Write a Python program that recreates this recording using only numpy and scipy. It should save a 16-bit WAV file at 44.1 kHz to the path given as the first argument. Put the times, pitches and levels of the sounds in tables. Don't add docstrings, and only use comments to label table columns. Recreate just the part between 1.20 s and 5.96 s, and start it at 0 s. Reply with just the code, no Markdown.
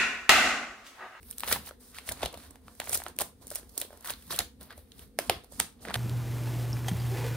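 import sys
import numpy as np
from scipy import signal
from scipy.io import wavfile
from scipy.ndimage import uniform_filter1d

SR = 44100
rng = np.random.default_rng(int(sys.argv[2]) if len(sys.argv) > 2 else 0)


def dump(signal):
    limited = np.clip(np.atleast_2d(signal).T, -1, 1)
    pcm = np.round(limited * 32767).astype(np.int16)
    wavfile.write(sys.argv[1], SR, pcm)


N = 210004


def gain_of(db):
    return 10 ** (np.asarray(db) / 20)


def evened(x):
    return x / np.sqrt(np.mean(x ** 2) + 1e-20)


def smoothed_twice(x, count):
    return uniform_filter1d(uniform_filter1d(x, size=count), size=count)


def read(points, hz):
    f, value = np.transpose(points)
    return np.interp(np.log(hz + 1), np.log(f + 1), value)


def add(mix, s, sound):
    part = mix[:, round(s * SR):][:, :sound.shape[1]]
    part += sound[:, :part.shape[1]]


def ring(x, hz, sharpness):
    b, a = signal.iirpeak(min(hz, SR / 2.2), sharpness, SR)
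    return signal.lfilter(b, a, x)


def band(x, lo_hz, hi_hz):
    return signal.sosfilt(signal.butter(3, [lo_hz, hi_hz], "band", fs=SR, output="sos"), x)


def pair(z, same):
    same = np.clip(same, -1, 1)
    return np.array([z[0], same * z[0] + np.sqrt(1 - same ** 2) * z[1]])


def swells(rows):
    ms, power = np.arange(N) / SR * 1000, 0
    for s, hold_ms, rise_ms, fall_ms, *db in rows:
        late = ms - 1000 * s
        rising = -late / max(rise_ms, 3)
        falling = (late - hold_ms) / max(fall_ms, 3)
        under_db = 20 * np.maximum(np.maximum(rising, falling), 0)
        power = power + gain_of(db)[:, None] ** 2 * gain_of(-under_db) ** 2
    return power


# end of the rise in seconds, hold in ms (below 0: the full level is not reached),
# rise and fall in ms for 20 dB (3 at least), then levels of fibre fizz, sheet crackle, flap flutter in dB.
STROKES = [(.113, 0, 120, 53, -53.5, -62, -70), (.183, 0, 18, 55, -51, -59, -69),
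           (.281, 72, 6, 6, -37, -41.5, -51), (.321, 0.5, 81, 50, -30, -33, -42.5),
           (.4, 45, 30, 30, -60, -63, -62.5), (.458, 31, 6, 6, -47.5, -53, -61),
           (.476, 2, 48, 20, -45, -46.5, -56), (.605, 112, 12, 30, -59, -69.5, -72),
           (.748, 45, 6, 6, -50, -52.5, -66), (.758, 0, 40, 110, -53, -51, -61.5),
           (.87, 23, 6, 6, -42, -47.5, -67), (.885, 0, 55, 60, -45.5, -49.5, -56),
           (.922, 0, 45, 15, -62, -62, -44.5), (1.021, 20.5, 5.3, 6, -45, -40, -38.5),
           (1.033, 1, 90, 55, -45.5, -43, -43.5), (1.144, 0, 19, 17, -68, -55, -44.5),
           (1.17, 95, 24, 46, -57.5, -58, -64), (1.3, 57, 40, 65, -71, -71.5, -69.5),
           (1.482, 0, 76, 110, -64, -67, -64), (1.5, 87, 50, 12, -67.5, -85, -90),
           (1.603, 30, 6.7, 44, -67, -60, -57), (1.683, 21, 6, 6, -46, -48.5, -66),
           (1.724, 39, 6, 6, -36.5, -51, -55.5), (1.743, 1, 110, 66, -35, -43.5, -46.5),
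           (1.865, 24, 32, 43, -55, -56, -54), (2.003, 16.5, 5.6, 5.5, -36, -43.5, -42),
           (2.012, -1, 22.5, 15, -38, -42, -36.5), (2.03, 2, 12, 73, -53, -72, -60),
           (2.223, -1, 18, 49, -56.5, -63.5, -57.5), (2.358, 9, 98, 35, -46, -52, -61),
           (2.381, -5, 12, 150, -63, -63.5, -62), (2.563, 0, 130, 12, -58, -70, -68),
           (2.572, 60, 5.4, 55, -50, -57, -57.5), (2.577, -4, 16, 24, -55, -52, -44.5),
           (2.72, 0, 62, 280, -63, -65, -62.5), (2.85, 75, 6, 6, -45, -49.5, -62),
           (2.902, 2.5, 52, 20, -36.5, -37, -47), (2.925, -2, 18, 48, -68, -47.5, -73),
           (2.99, 95, 100, 22, -61.5, -67, -79), (3.108, 24, 11, 6, -35.5, -37.5, -48.5),
           (3.12, 1, 28, 55, -37, -41, -44), (3.13, 58, 6, 6, -46, -47, -64),
           (3.192, 0.5, 10, 24, -38, -35, -35), (3.214, 0, 12, 70, -55, -62, -62),
           (3.416, 0, 18, 85, -55, -56.5, -56.5), (3.502, 30, 6, 6, -71, -53.5, -66),
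           (3.515, -3, 80, 32, -71, -61, -58.5), (3.581, -1, 50, 90, -62.5, -64, -67.5),
           (3.826, 2, 130, 54, -56.5, -60.5, -65.5), (3.992, 86, 15, 28, -53.5, -56, -61),
           (4.103, 0, 10, 14, -55, -62, -30), (4.118, 0, 20, 117, -57, -49, -54),
           (4.326, 65, 31, 12, -55.5, -64, -64.5), (4.401, 1, 7.1, 15.5, -34, -38.5, -39),
           (4.42, 0, 12, 115, -58, -56.5, -62), (4.62, 24, 15, 73, -55, -63, -66),
           (4.66, 70, 22, 22, -63, -70, -75), (4.707, -1, 74, 15, -66, -45, -42),
           (4.76, 0, 25.5, 22, -38.5, -33.5, -33.5)]


def strokes():
    return swells(STROKES)


def cracks(patch, flurry, grain, count=7):
    lo_hz, hi_hz, sharpness, per_s, spread_db, flurry_db, same = patch
    size_db = spread_db * np.minimum(rng.exponential(1, N), 5) + flurry_db * flurry
    starts = gain_of(size_db) * (rng.random(N) < per_s / SR)
    run = np.exp(-np.arange(24) / 5.1)
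    hits = np.convolve(starts, run)[:N]
    hits = hits / np.sqrt(smoothed_twice(hits ** 2, 900) + 1e-9)
    kick = np.sqrt(grain * hits ** 2 + 1 - grain) * pair(rng.standard_normal((2, N)), same)
    which = rng.integers(0, count, N // 100 + 1).repeat(100)[:N]
    out = 0
    for k, hz in enumerate(np.geomspace(lo_hz, hi_hz, count)):
        share = grain * (which == k) + (1 - grain) / count
        out = out + ring(kick * np.sqrt(share), hz, sharpness) / np.sqrt(hz)
    return evened(band(out, lo_hz * 0.75, min(hi_hz * 1.19, 20000)))


# lowest and highest resonance in Hz, sharpness (Q), cracks per second,
# spread of crack sizes in dB, flurry depth in dB, left-right likeness (0 to 1).
FIBRES = (5070, 19300, 1.93, 11000, 3.8, 1.3, 0.2)
SHEET = (1190, 4270, 3.2, 3900, 2.5, 2.3, 0.67)
FLAP = (361, 1046, 3.2, 1500, 2.1, 4.7, 0.85)
# resonance in Hz, sharpness (Q), gain in dB.
POCKET = (681, 12.5, 0.8)
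# time in seconds, top treble gain in dB,
# left over right in dB, ring of breaking fibres in Hz.
TURN = [(0, 8.5, -2, 12100), (.6, 1, -1, 10000), (1, 0, -2, 7960), (1.3, 2, -2, 9600),
        (1.8, 0, -4.5, 10100), (2.1, -1.5, -5, 8800), (2.5, 3, -5, 10300), (3, 3, -2, 9500),
        (3.6, 8.5, -1, 9900), (4.2, -3, -6, 9500), (4.76, -2, -2.5, 7600)]
RUB_DB, RIP_DB = -71.5, -46


def tearing(power):
    t = np.arange(N) / SR
    loud_db = 10 * np.log10(power[:2].sum(axis=0) + 1e-12)
    grain = np.clip((loud_db - RUB_DB) / (RIP_DB - RUB_DB), .06, .97)
    flurry = evened(smoothed_twice(rng.standard_normal(N), 60))
    fizz, crackle, flutter = (np.sqrt(abs(p)) * cracks(patch, flurry, grain)
                              for patch, p in zip((FIBRES, SHEET, FLAP), power))
    s, top_db, pan_db, _ = np.transpose(TURN)
    top_gain = gain_of(np.interp(t, s, top_db))
    fizz = fizz + (top_gain - 1) * band(fizz, 8370, 22000)
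    half_db = np.interp(t, s, pan_db) / 2
    pocket_hz, sharpness, pocket_db = POCKET
    flutter = flutter + gain_of(pocket_db) * ring(flutter, pocket_hz, sharpness)
    return (fizz + crackle) * gain_of([half_db, -half_db]) + flutter


def snap(s, flap_db, flap_hz, crack_db, crack_hz, tick_db, rise_ms, fall_ms, pan_db):
    ms = np.arange(-300, 800) / SR * 1000
    rise_db, fall_db = 12 * ms / max(rise_ms, .1), -9 * ms / max(fall_ms, .2)
    burst = gain_of(np.where(ms < 0, rise_db, fall_db))
    z = rng.standard_normal((3, 2, len(ms))) * burst
    jolt = 2.56 * np.exp(-(ms / 0.04) ** 2)

    push = np.sin(np.pi * np.clip(ms / 1000 * flap_hz * 3.7 + .5, 0, 1))
    flap = ring(push + 0.35 * pair(z[0], 0.99), flap_hz, 0.15)
    flap = ring(flap, flap_hz, 4.0)

    sharpness = np.clip(-.09 * (crack_db + 9), .7, 4.5)
    crack = ring(pair(z[1], 0.74) + jolt, crack_hz, 0.51)
    crack = ring(crack, crack_hz, sharpness) + 0.23 * crack

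    tick_hz = np.interp(s, *np.transpose(TURN)[[0, -1]])
    tick = ring(band(pair(z[2], 0.4) + 0.6 * jolt, 5160, 18700), tick_hz, 0.97)

    flap, crack, tick = (part / np.sqrt(uniform_filter1d(part.mean(axis=0) ** 2, count).max())
                         for part, count in ((flap, 130), (crack, 66), (tick, 44)))
    treble = gain_of(crack_db) * crack + gain_of(tick_db) * tick
    sides = gain_of([[pan_db / 2], [-pan_db / 2]])
    return s - 300 / SR, gain_of(flap_db) * flap + treble * sides


# level above the stroke in dB, spread either way in dB, rise in ms for 12 dB, fall in ms for 9 dB.
SMALL = (6.7, 3, 2.3, 2.8)


def small_snaps(power, count=45):
    above_db, spread_db, rise_ms, fall_ms = SMALL
    for when, low, mid, a, b, c, side in rng.random((count, 7)):
        at = int(400 + when * (N - 400))
        stroke_db = 10 * np.log10(power[:, at] + 1e-12)
        tick_db, crack_db, flap_db = stroke_db + above_db + spread_db * (2 * np.array([a, b, c]) - 1)
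        flap_hz = FLAP[0] * (FLAP[1] / FLAP[0]) ** low
        crack_hz = SHEET[0] * (SHEET[1] / SHEET[0]) ** mid
        yield at / SR, flap_db, flap_hz, crack_db, crack_hz, tick_db, rise_ms, fall_ms, 8 * side - 5


# peak in seconds, flap level in dB, flap ring in Hz,
# crack level in dB, crack ring in Hz, tick level in dB, rise in ms for 12 dB, fall in ms for 9 dB,
# left over right in dB.
SNAPS = [(.0303, -57, 360, -55, 2285, -55, 1.2, 2.4, -5), (.105, -68, 590, -58, 3700, -43, 0.64, 1, 0),
         (0.1112, -63, 590, -51, 3730, -32, .5, 0.81, 0), (.1281, -65, 440, -49.5, 2810, -58, 2.2, 2.4, 0),
         (0.183, -69, 310, -46, 3370, -31.5, .5, .5, -1), (0.1972, -66, 310, -43.5, 3620, -38, .7, 1.5, -2),
         (.206, -66, 840, -39, 3360, -30.5, .4, 0.47, -3),
         (0.2348, -33.5, 1050, -29, 1610, -44, 0.26, 2.1, 4),
         (.2432, -59, 1070, -39, 2210, -40, 0.94, 3, -2), (.2676, -49, 710, -56, 3270, -42, 2.6, 3.3, 4),
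         (0.2774, -40, 540, -33, 2060, -38, 2.4, 4.1, 3), (.2845, -45, 700, -32.5, 2500, -35, .5, 1.5, 0),
         (0.3138, -36, 1090, -27, 1720, -35, 1.3, 4, -1.5),
         (.325, -31, 530, -23, 2230, -32.5, 0.49, 8.9, 4.5),
         (.3607, -33.5, 750, -37, 2040, -44, 3.9, 7.3, -8),
         (0.5104, -43, 570, -42.5, 1220, -64, 1.1, 1.6, 2), (.7856, -52, 1040, -33, 2030, -45, 1.2, 1.7, 1),
         (0.8904, -47, 630, -29, 2100, -31.5, 1.1, 1.6, -2.5),
         (.9149, -36.5, 660, -39, 1580, -51, 2.4, 3.1, 1),
         (.9211, -48, 720, -39.5, 3900, -32, 2.9, 3.1, -1),
         (1.0316, -24.5, 660, -27.5, 2620, -42, 4.1, 5.2, -2),
         (1.0593, -33, 720, -28, 2980, -34, 2, 2.3, 2), (1.08, -48, 590, -53, 3360, -53, 2.2, 2.3, -2),
         (1.1282, -61, 650, -54, 2550, -49, 2, 3, -1), (1.1539, -48, 640, -55, 2360, -60, 1.7, 2.1, -3),
         (1.1421, -45, 630, -42, 2900, -45, 1.2, 3.9, 1),
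         (1.1748, -46.5, 660, -49, 3310, -48, .75, 2.2, -4),
         (1.3085, -58, 300, -62, 1840, -48.5, 2.2, 2.2, -6.5),
         (1.3576, -54.5, 880, -54, 1290, -52.5, 0.76, 1.3, 0),
         (1.482, -48.5, 1150, -48.5, 1400, -70, 0.76, 1.43, 3),
         (1.6011, -36.5, 720, -28.5, 1640, -29, 1.2, 1.3, -2),
         (1.6177, -43, 880, -37, 1570, -53, .5, 1.1, -1), (1.6423, -67, 440, -50, 1930, -44, 2.2, 1.7, -5),
         (1.6736, -42.5, 685, -39, 1740, -56, 2.2, 3.6, -2),
         (1.6948, -41.5, 603, -47, 3730, -28.5, 2, 2.6, -3.5),
         (1.7305, -38.5, 700, -36.5, 2470, -28, 3.9, 6.9, -1),
         (1.7463, -43, 534, -35.5, 2370, -25, 3.2, 4.8, 4),
         (1.7741, -51, 560, -57, 2010, -28, .6, 1.9, 3.5),
         (1.8016, -42.5, 710, -42.5, 1730, -50, 3.2, 3.2, 0),
         (1.8196, -43, 830, -40.5, 1430, -49, .6, .9, 1), (1.838, -70, 420, -45.5, 4210, -40, .6, 1, -1),
         (1.8646, -36, 700, -35.5, 1500, -55, 1, 2.2, -5),
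         (1.8834, -66, 650, -57, 3400, -39.5, .7, 1.1, -4),
         (1.9658, -56, 310, -63, 2910, -48, 3.4, 1.3, -1),
         (1.9883, -41, 600, -29.5, 3260, -23.5, 0.38, 0.94, 2.5),
         (1.9967, -53, 490, -37.5, 4260, -39, 1.2, 2.3, -5),
         (2.008, -35.5, 694, -32.5, 2500, -26, 0.67, 2, -2),
         (2.014, -28.5, 710, -34, 1820, -32, 1.5, 1.6, 1),
         (2.0224, -42.5, 370, -40, 1720, -55, 1.7, .8, -9), (2.27, -52, 450, -57, 3640, -40.5, .5, 1.4, 0),
         (2.2795, -68, 380, -64, 2310, -46, 1.8, 2.7, 2), (2.3042, -59, 430, -45, 5200, -36, 1, .98, 1),
         (2.3148, -38, 610, -42.5, 1270, -42.5, 1.7, 5.3, 2),
         (2.3209, -53, 440, -49, 4840, -47, 1.6, 1.4, -2),
         (2.3504, -71, 560, -60, 3010, -32.5, 0.56, 1, -7),
         (2.357, -44.5, 580, -40, 2900, -26.5, 2.1, 1.8, 1),
         (2.431, -52, 334, -58, 1580, -65, 2.1, 1.9, -2),
         (2.4945, -74, 310, -59, 4740, -52.5, 2.6, 3.7, -2),
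         (2.578, -49, 320, -37, 3870, -27, 0.74, 3.1, -3), (2.6009, -65, 480, -61, 4520, -37, 2.4, 3.2, 0),
         (2.6151, -49, 613, -33, 3400, -28, .66, 2.2, -4.5),
         (2.6222, -41, 557, -37.5, 3070, -49, 2.2, 4, 1), (2.6494, -47, 435, -53, 3020, -55, 2.2, 3.7, -10),
         (2.706, -46, 600, -60, 1540, -65, 1, 2.1, 2), (2.7298, -48, 616, -55, 1250, -55, 1, 2.4, 0),
         (2.7741, -61, 400, -61, 1590, -52, 1.5, 2, 0), (2.8259, -66, 780, -62, 1550, -54, 1, 2, -1),
         (2.8098, -67, 290, -64, 2830, -48, 3.1, 1, -1), (2.8464, -53, 990, -41.5, 1330, -44, .9, 1.4, 0),
         (2.852, -54, 1090, -58, 1910, -39, 1, 1.4, 3), (2.8746, -59, 1010, -41, 3280, -36, .34, .77, 9),
         (2.8985, -41.5, 1040, -32.5, 2960, -50, 1.9, 0.73, -4),
         (2.9047, -40, 625, -41, 1730, -31, 1.9, 4, -1), (2.9373, -65, 930, -38, 4000, -42, .52, 0.65, -4),
         (3.0247, -76, 460, -55.5, 2790, -53, 2.8, 3.3, -4),
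         (3.1305, -49, 383, -42, 1590, -45, 2.2, 3.3, -2),
         (3.1447, -41.5, 530, -37, 3260, -42, 2.2, 3.4, -2),
         (3.1525, -58, 300, -41, 3340, -41, 1.2, 3.3, -2), (3.162, -62, 490, -50, 2830, -35.5, 1, 3.7, 0),
         (3.19, -34, 800, -20, 3750, -20.5, .5, 1.54, 0.5),
         (3.2041, -52, 750, -32.5, 1760, -41, .7, 3.3, -7),
         (3.4114, -51, 520, -50, 3710, -48.5, 2.4, 1.5, -3),
         (3.4305, -57, 460, -61, 2800, -47, 2.4, 2.5, -1), (3.5064, -56, 1120, -44, 1630, -58, 2.2, 9, 1),
         (3.5259, -61, 610, -50, 2020, -57, 1.5, 1.9, 2), (3.579, -49, 577, -66, 2260, -51.5, 3, 1.4, 3),
         (3.7194, -60, 290, -47, 3600, -73, .5, 1.5, -2),
         (3.7937, -64, 350, -47.5, 3220, -47, 0.74, 1.2, 0),
         (3.9888, -23, 650, -22, 2400, -28, 0.49, 1.5, -5),
         (3.9977, -45, 590, -45, 3180, -38, 1.6, 2.4, -9),
         (4.0973, -19.5, 692, -15.5, 2250, -23, 0.88, 2.3, -1.5),
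         (4.2378, -54, 480, -62, 3280, -59, 2.2, 3.1, -7), (4.2445, -56, 740, -60, 3780, -52, 1.2, 2.3, -6),
         (4.323, -48.5, 530, -71, 3450, -48, 3.2, 2.5, -4),
         (4.4013, -32, 874, -22.5, 2220, -19.5, 3, 1.1, -5),
         (4.4099, -41, 685, -34, 3670, -50, 2.8, 2.1, 0),
         (4.6516, -43.5, 664, -35, 1890, -61, 0.96, 3.2, 0),
         (4.674, -38.5, 470, -43, 1350, -70, .7, 3.5, 0), (4.6852, -48, 570, -34, 1810, -54, .89, 1.6, -5),
         (4.7007, -55, 510, -36, 1800, -56, 3.1, 1, 3), (4.7119, -45, 770, -38, 1400, -57, 2.4, 3.2, -5),
         (4.7425, -37, 766, -23, 2850, -31.5, 2.1, 2.5, -1),
         (4.7563, -49, 700, -27, 1640, -45, 0.89, 1.7, -2)]


def add_snaps(paper, power):
    for row in SNAPS + list(small_snaps(power)):
        add(paper, *snap(*row))


# peak in seconds, rise and fall in ms for 20 dB,
# deep puff level in dB, shallow puff level in dB.
PUMPING = [(.02, 300, -55.5, -66), (.34, 156, -46.5, -48), (.75, 250, -62, -69), (.92, 90, -50, -53),
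           (1.048, 50, -41, -41), (1.17, 70, -54, -52.5), (1.31, 80, -56, -63), (1.47, 120, -59, -62),
           (1.74, 200, -53, -56), (1.91, 120, -61, -64), (2.03, 130, -63, -54), (2.21, 110, -58, -64),
           (2.4, 800, -62, -64.5), (2.92, 130, -60, -57.5), (3.12, 110, -57, -51), (3.21, 100, -45.5, -54),
           (3.43, 200, -60, -57.5), (3.58, 170, -57.5, -67.5), (3.83, 250, -57.5, -59.5),
           (3.99, 130, -61, -56.5), (4.1, 42, -40, -43.5), (4.17, 90, -51.5, -54.5),
           (4.41, 116, -50.5, -47.5), (4.71, 150, -54, -47), (4.76, 250, -53, -58)]


def pumping():
    deep, shallow = np.sqrt(swells([(s, 0, ms, ms, *db) for s, ms, *db in PUMPING]))
    air = pair(rng.standard_normal((2, N)), 0.89)
    return deep * evened(band(air, 48, 91.7)) + shallow * evened(band(air, 119, 265))


# frequency in Hz, time to die by 60 dB in seconds.
ROOM_T60 = [(200, 0.28), (700, 0.28), (2000, 0.25), (5000, 0.24), (12000, 0.22)]
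# frequency in Hz, level in dB.
ROOM_TILT = [(200, -4), (1000, -6), (4000, 1), (12000, 1)]
# frequency in Hz, left-right likeness (0 to 1).
LIKENESS = [(60, 0.97), (640, 0.64), (2000, 0.1), (6000, 0.011)]
ROOM_DB = -8


def tail():
    taps, starts = np.zeros((2, SR // 2)), np.arange(200, SR // 2 - 10, 10)
    at = starts + rng.integers(0, 10, (2, len(starts)))
    np.put_along_axis(taps, at, rng.choice([-1., 1.], at.shape), 1)
    hz, t, z = signal.stft(taps, SR, nperseg=256)
    z = pair(z, read(LIKENESS, hz)[:, None])
    decay_db = read(ROOM_TILT, hz)[:, None] - 60 * t / read(ROOM_T60, hz)[:, None]
    out = signal.istft(z * gain_of(decay_db), SR, nperseg=256)[1]
    out[:, :200] = 0
    return out / np.linalg.norm(out[0])


def room(x, rotation_hz=750):
    low = signal.lfilter(*signal.butter(2, 1200, fs=SR), x)
    angle = np.pi * rotation_hz * np.arange(N) / SR
    out = 0
    for k in range(3):
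        treble = (x - low) * np.sqrt(2 / 3) * np.cos(angle + k * np.pi / 3)
        way = treble + low / np.sqrt(3)
        out = out + signal.fftconvolve(way[None], tail(), axes=1)[:, :N]
    return out


# frequency in Hz, relative density in dB per Hz.
HUM = [(18, -46), (30, -31), (70, 11), (120, -29), (160, -14), (190, -11.5), (250, 4.5), (330, -19.5),
       (485, -3.5), (570, -22.5), (750, -23.5), (1000, -28), (2200, -29.5), (7000, -34), (16000, -36)]
HUM_DB = -59


def hum():
    frames, hz = N // 512 + 5, np.fft.rfftfreq(2048, 1 / SR)
    a, b, c, d, patches = rng.standard_normal((frames, 1025, 5)).T
    patches = uniform_filter1d(uniform_filter1d(patches, size=5, axis=0), size=8, axis=1)
    z = pair([a + 1j * b, c + 1j * d], read(LIKENESS, hz)[:, None])
    z = z * gain_of(read(HUM, hz)[:, None] + 1.2 * evened(patches))
    noise = signal.istft(z, nperseg=2048, noverlap=1536)[1][:, :N]
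    return gain_of(HUM_DB) * evened(noise)


PORT_LAG = 2


def scene():
    power = strokes()
    paper = tearing(power)
    add_snaps(paper, power)
    paper[1] = np.roll(paper[1], PORT_LAG)
    return paper + gain_of(ROOM_DB) * room(paper.mean(axis=0)) + pumping() + hum()


# frequency in Hz, gain in dB.
MIC = [(100, 0.06), (1700, 0.63), (2600, -3), (4000, 2), (5000, -0.1), (6500, -1), (7600, -2), (8800, 6.5),
       (11000, 2.5), (15500, 1.5)]
EDGE_HZ = 15750


def record(dry):
    hz = np.linspace(0, SR / 2, 257)
    port = signal.firwin2(255, hz, gain_of(read(MIC, hz)), fs=SR)
    edge = signal.firwin(511, EDGE_HZ, window=("kaiser", 9), fs=SR)
    opening = np.minimum(np.arange(N) / (.006 * SR), 1)
    return opening * signal.oaconvolve(dry, np.convolve(port, edge)[None], "same")


dry = scene()
out = record(dry)
dump(out)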